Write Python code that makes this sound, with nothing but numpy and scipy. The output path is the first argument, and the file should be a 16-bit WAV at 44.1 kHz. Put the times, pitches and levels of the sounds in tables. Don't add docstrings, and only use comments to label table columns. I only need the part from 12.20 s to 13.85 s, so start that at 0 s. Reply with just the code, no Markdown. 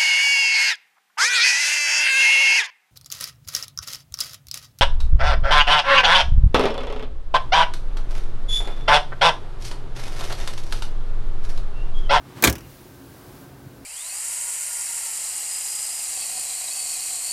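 import sys
import numpy as np
from scipy import signal
from scipy.fft import rfft, irfft
from scipy.io import wavfile

SR = 44100
rng = np.random.default_rng(int(sys.argv[2]) if len(sys.argv) > 2 else 0)


def dump(signal):
    limited = np.clip(np.atleast_2d(signal).T, -1, 1)
    pcm = np.round(limited * 32767).astype(np.int16)
    wavfile.write(sys.argv[1], SR, pcm)


N = 72765
TIME = np.arange(N) / SR
FREQUENCIES = np.arange(N // 2 + 1) * SR / N

# (time [s], level [dB], treble cut [Hz], bass cut [Hz], rise time [s])
LID_BLOWS = [(0.2249, -3, 2100, 182, 0.0042), (0.2383, 4.5, 13000, 406, 0.00063),
             (0.246, 0.5, 9500, 218, 0.001), (0.2706, -5.5, 3060, 130, 0.002),
             (0.2737, -1, 4540, 126, 0.0011), (0.2875, -15, 690, 110, 0.0016)]
# (frequency [Hz], level [dB])
LID_COLOUR = [(100, 0), (230, 7), (400, 1), (650, -2), (1250, -7), (1600, -0.5), (2000, -3), (2350, 4.5),
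              (2780, -13.5), (3200, -2), (3750, -1.5), (4350, -3), (4750, -8), (5200, -10.5), (7000, -4.5),
              (10000, -9.5), (15500, -13)]
# (frequency [Hz], fade time [s])
LID_FADE = [(150, 0.14), (600, 0.14), (2000, 0.081), (6000, 0.073), (15000, 0.094)]
# (frequency [Hz], level [dB], fade time [s])
LID_NOTES = [(200, -42, 0.11), (220.4, -18.5, 0.075), (240, -27.5, 0.096), (314.6, -25, 0.096),
             (334.3, -37.5, 0.49), (402.5, -25, 0.185), (884, -31, 0.13), (1157.7, -25.5, 0.13),
             (1569, -20, 0.082), (1663, -35, 0.19), (2234, -29.5, 0.058), (2317, -31, 0.073),
             (3740, -38, 0.14), (3840, -33, .08)]
# (frequency [Hz], level [dB])
CABIN_COLOUR = [(35, -0.5), (60, 1), (120, 5), (400, -14), (1000, -15.5), (2900, -25), (5000, -42),
                (15000, -40)]
# (frequency [Hz], fade time [s])
CABIN_FADE = [(60, 0.43), (500, 0.5), (8000, 0.14)]

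# (time [s], level [dB], treble cut [Hz], bass cut [Hz])
LATCH_TICKS = [(0.224, -1, 16000, 7100), (0.2406, 6.5, 16000, 5850), (0.272, 1.5, 7000, 3500),
               (0.2979, -4, 13000, 3000), (0.3265, -11, 10000, 3170), (0.3538, -13.5, 7000, 2200),
               (0.3819, -19.5, 6000, 2500), (0.4068, -24.5, 4500, 2022)]
# (frequency [Hz], level [dB])
LATCH_COLOUR = [(800, 7.5), (2800, -0.5), (4400, -10.5), (5700, 2), (7000, -5), (9000, -5.5), (11000, -1.5),
                (15500, -1)]
# (frequency [Hz], fade time [s])
LATCH_FADE = [(1000, 0.071), (6000, 0.062), (15000, 0.04)]
# (frequency [Hz], level [dB])
SPRING_COLOUR = [(2200, -0.5), (2650, 1), (2900, 5), (3200, -26), (4000, -44)]

# (time [s], level [dB])
THUMPS = [(0.2420, -18), (0.2672, 1), (0.2830, -1.5)]
# (frequency [Hz], level [dB], fade time [s])
DASHBOARD_NOTES = [(69, -17, .17), (112, -23, .34), (217, -25, .1)]
# (frequency [Hz], level [dB])
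RUMBLE_COLOUR = [(36, -5), (46, 1), (62, 3), (90, -4), (130, -1), (250, -22), (500, -49)]

# (time [s], level [dB])
HINGE_LEVEL = [(0, -55), (.1, -46.5), (.15, -46.5), (.175, -39), (.22, -41), (.25, -55.5)]
# (frequency [Hz], level [dB])
HINGE_COLOUR = [(40, -25), (110, 4), (200, -2.5), (600, -14), (1150, -10.5), (1800, -16.5), (3000, -19),
                (6000, -26), (15000, -30.5)]

# (frequency [Hz], level [dB])
MURMUR_COLOUR = [(25, -17), (60, -6.5), (120, -5), (200, -10.5), (330, -9.5), (480, -14.5), (700, -17.5),
                 (1550, -25), (1900, -31.5), (2600, -38.5)]
# (time [s], level [dB])
MURMUR_LEVEL = [(0, -48), (.55, -49.5), (.78, -48.5), (.95, -46.5), (1.15, -46), (1.65, -47.5)]
# (frequency [Hz], width [Hz], level against the murmur [dB])
HUMS = [(131, 11.3, -5.5), (274.5, 22, -6.5), (359.6, 18.6, -9), (1560, 81, -20)]
# (frequency [Hz], level [dB])
HISS_COLOUR = [(1500, 2), (2500, -2.5), (4500, -1.5), (8000, -4.5), (11000, -1.5), (13500, -1.5),
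               (15500, 0)]
# (time [s], level [dB])
HISS_LEVEL = [(0, -59), (.15, -65), (.5, -50), (.8, -53.5), (.95, -51.5), (1.22, -51), (1.32, -56),
              (1.65, -55)]


def lid():
    sound = 0
    for start_s, db, treble_hz, bass_hz, rise_s in LID_BLOWS:
        contact = from_db(-11.5) * crack(LID_COLOUR, length_s=0.0058)
        ring = from_db(-10) * dense_ring(LID_COLOUR, LID_FADE)
        plastic = (contact + ring + clear_notes(LID_NOTES)) * np.minimum(TIME / rise_s, 1)
        echo = from_db(-28.5) * dense_ring(CABIN_COLOUR, CABIN_FADE)
        blow = cut_bass(soften(plastic + echo, treble_hz), bass_hz)
        sound += from_db(db) * starting_at(start_s, blow)
    return sound


def latch():
    first_touch = cut_bass(crack(LATCH_COLOUR, length_s=0.0012), hz=8000)
    sound = from_db(-6) * starting_at(0.224, first_touch)
    for start_s, db, treble_hz, bass_hz in LATCH_TICKS:
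        contact = from_db(-15) * crack(LATCH_COLOUR, length_s=0.0017)
        ring = from_db(-13.5) * dense_ring(LATCH_COLOUR, LATCH_FADE)
        tick = cut_bass(soften(contact + ring, treble_hz), bass_hz)
        sound += from_db(db) * starting_at(start_s, tick)
    snap_s = LATCH_TICKS[1][0]
    spring = from_db(-46.5) * fade(seconds=1) * noise(SPRING_COLOUR)
    return sound + starting_at(snap_s, spring)


def dashboard():
    treble_hz, hardest_s = 400, THUMPS[1][0]
    boom = sum(from_db(db) * starting_at(start_s, clear_notes(DASHBOARD_NOTES)) for start_s, db in THUMPS)
    boom = cut_bass(soften(boom, treble_hz), hz=40)
    rumble = from_db(-34.5) * fade(seconds=0.78) * noise(RUMBLE_COLOUR)
    return boom + starting_at(hardest_s, soften(rumble, treble_hz))


def hinge():
    return level_curve(HINGE_LEVEL) * noise(HINGE_COLOUR)


def background():
    bump_s, bump_hz, bump_width_s = 1.471, 123, 0.007
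    t = TIME - bump_s
    bump = from_db(-34.5) * np.exp(-(t / bump_width_s) ** 2) * np.sin(2 * np.pi * bump_hz * t)
    murmur = noise(MURMUR_COLOUR)
    hums = sum(from_db(db) * hum(hz, width_hz) for hz, width_hz, db in HUMS)
    hiss = level_curve(HISS_LEVEL) * noise(HISS_COLOUR)
    return level_curve(MURMUR_LEVEL) * (murmur + hums) + hiss + bump


def hum(hz, width_hz):
    return random_waves(1 / (1 + ((FREQUENCIES - hz) / (width_hz / 2)) ** 2))


def crack(colour, length_s):
    return noise(colour) * np.exp(-np.minimum(TIME / length_s, 10) ** 2)


def dense_ring(colour, fade_times):
    spectrum = rfft(noise(colour))
    octaves = np.log2(np.maximum(FREQUENCIES, 32))
    ring = 0
    for octave in range(5, 16):
        band = irfft(spectrum * np.maximum(1 - abs(octaves - octave), 0), N)
        ring += band * fade(at_hz(fade_times, 2 ** octave))
    return ring


def clear_notes(notes, spread_db=1):
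    sound = 0
    for hz, db, fade_s in notes:
        strength = from_db(db + spread_db * rng.standard_normal())
        sound += strength * fade(fade_s) * np.sin(2 * np.pi * hz * TIME)
    return sound


def noise(colour):
    hz = np.maximum(FREQUENCIES, 1)
    low_hz, high_hz = colour[0][0] / 2, colour[-1][0] * 2
    edges = 1 / np.sqrt((1 + (low_hz / hz) ** 4) * (1 + (hz / high_hz) ** 8))
    return random_waves(from_db(at_hz(colour, hz)) * edges)


def random_waves(strengths):
    waves = irfft(strengths * np.exp(2j * np.pi * rng.random(len(strengths))), N)
    return waves / np.sqrt(np.mean(waves ** 2) + 1e-20)


def soften(sound, hz):
    smoothing = np.exp(-2 * np.pi * hz / SR)
    return signal.lfilter([1 - smoothing], [1, -smoothing], sound)


def cut_bass(sound, hz):
    return signal.sosfilt(signal.butter(2, hz, "high", fs=SR, output="sos"), sound)


def from_db(db):
    return 10 ** (np.asarray(db) / 20)


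def fade(seconds):
    return from_db(-60 * TIME / seconds)


def level_curve(points):
    return from_db(np.interp(TIME, *np.transpose(points)))


def at_hz(points, hz):
    row_hz, values = np.transpose(points)
    return np.interp(np.log(hz), np.log(row_hz), values)


def starting_at(start_s, sound):
    return np.concatenate([np.zeros(int(start_s * SR)), sound])[:N]


def scene():
    return (hinge() + lid() + latch() + dashboard() + background())[None]


def record(dry):
    ceiling, cutoff_hz = 0.8, 15900
    rounded = ceiling * np.tanh(dry / ceiling)
    return signal.sosfilt(signal.ellip(10, .1, 80, cutoff_hz, fs=SR, output="sos"), rounded)


dry = scene()
out = record(dry)
dump(out)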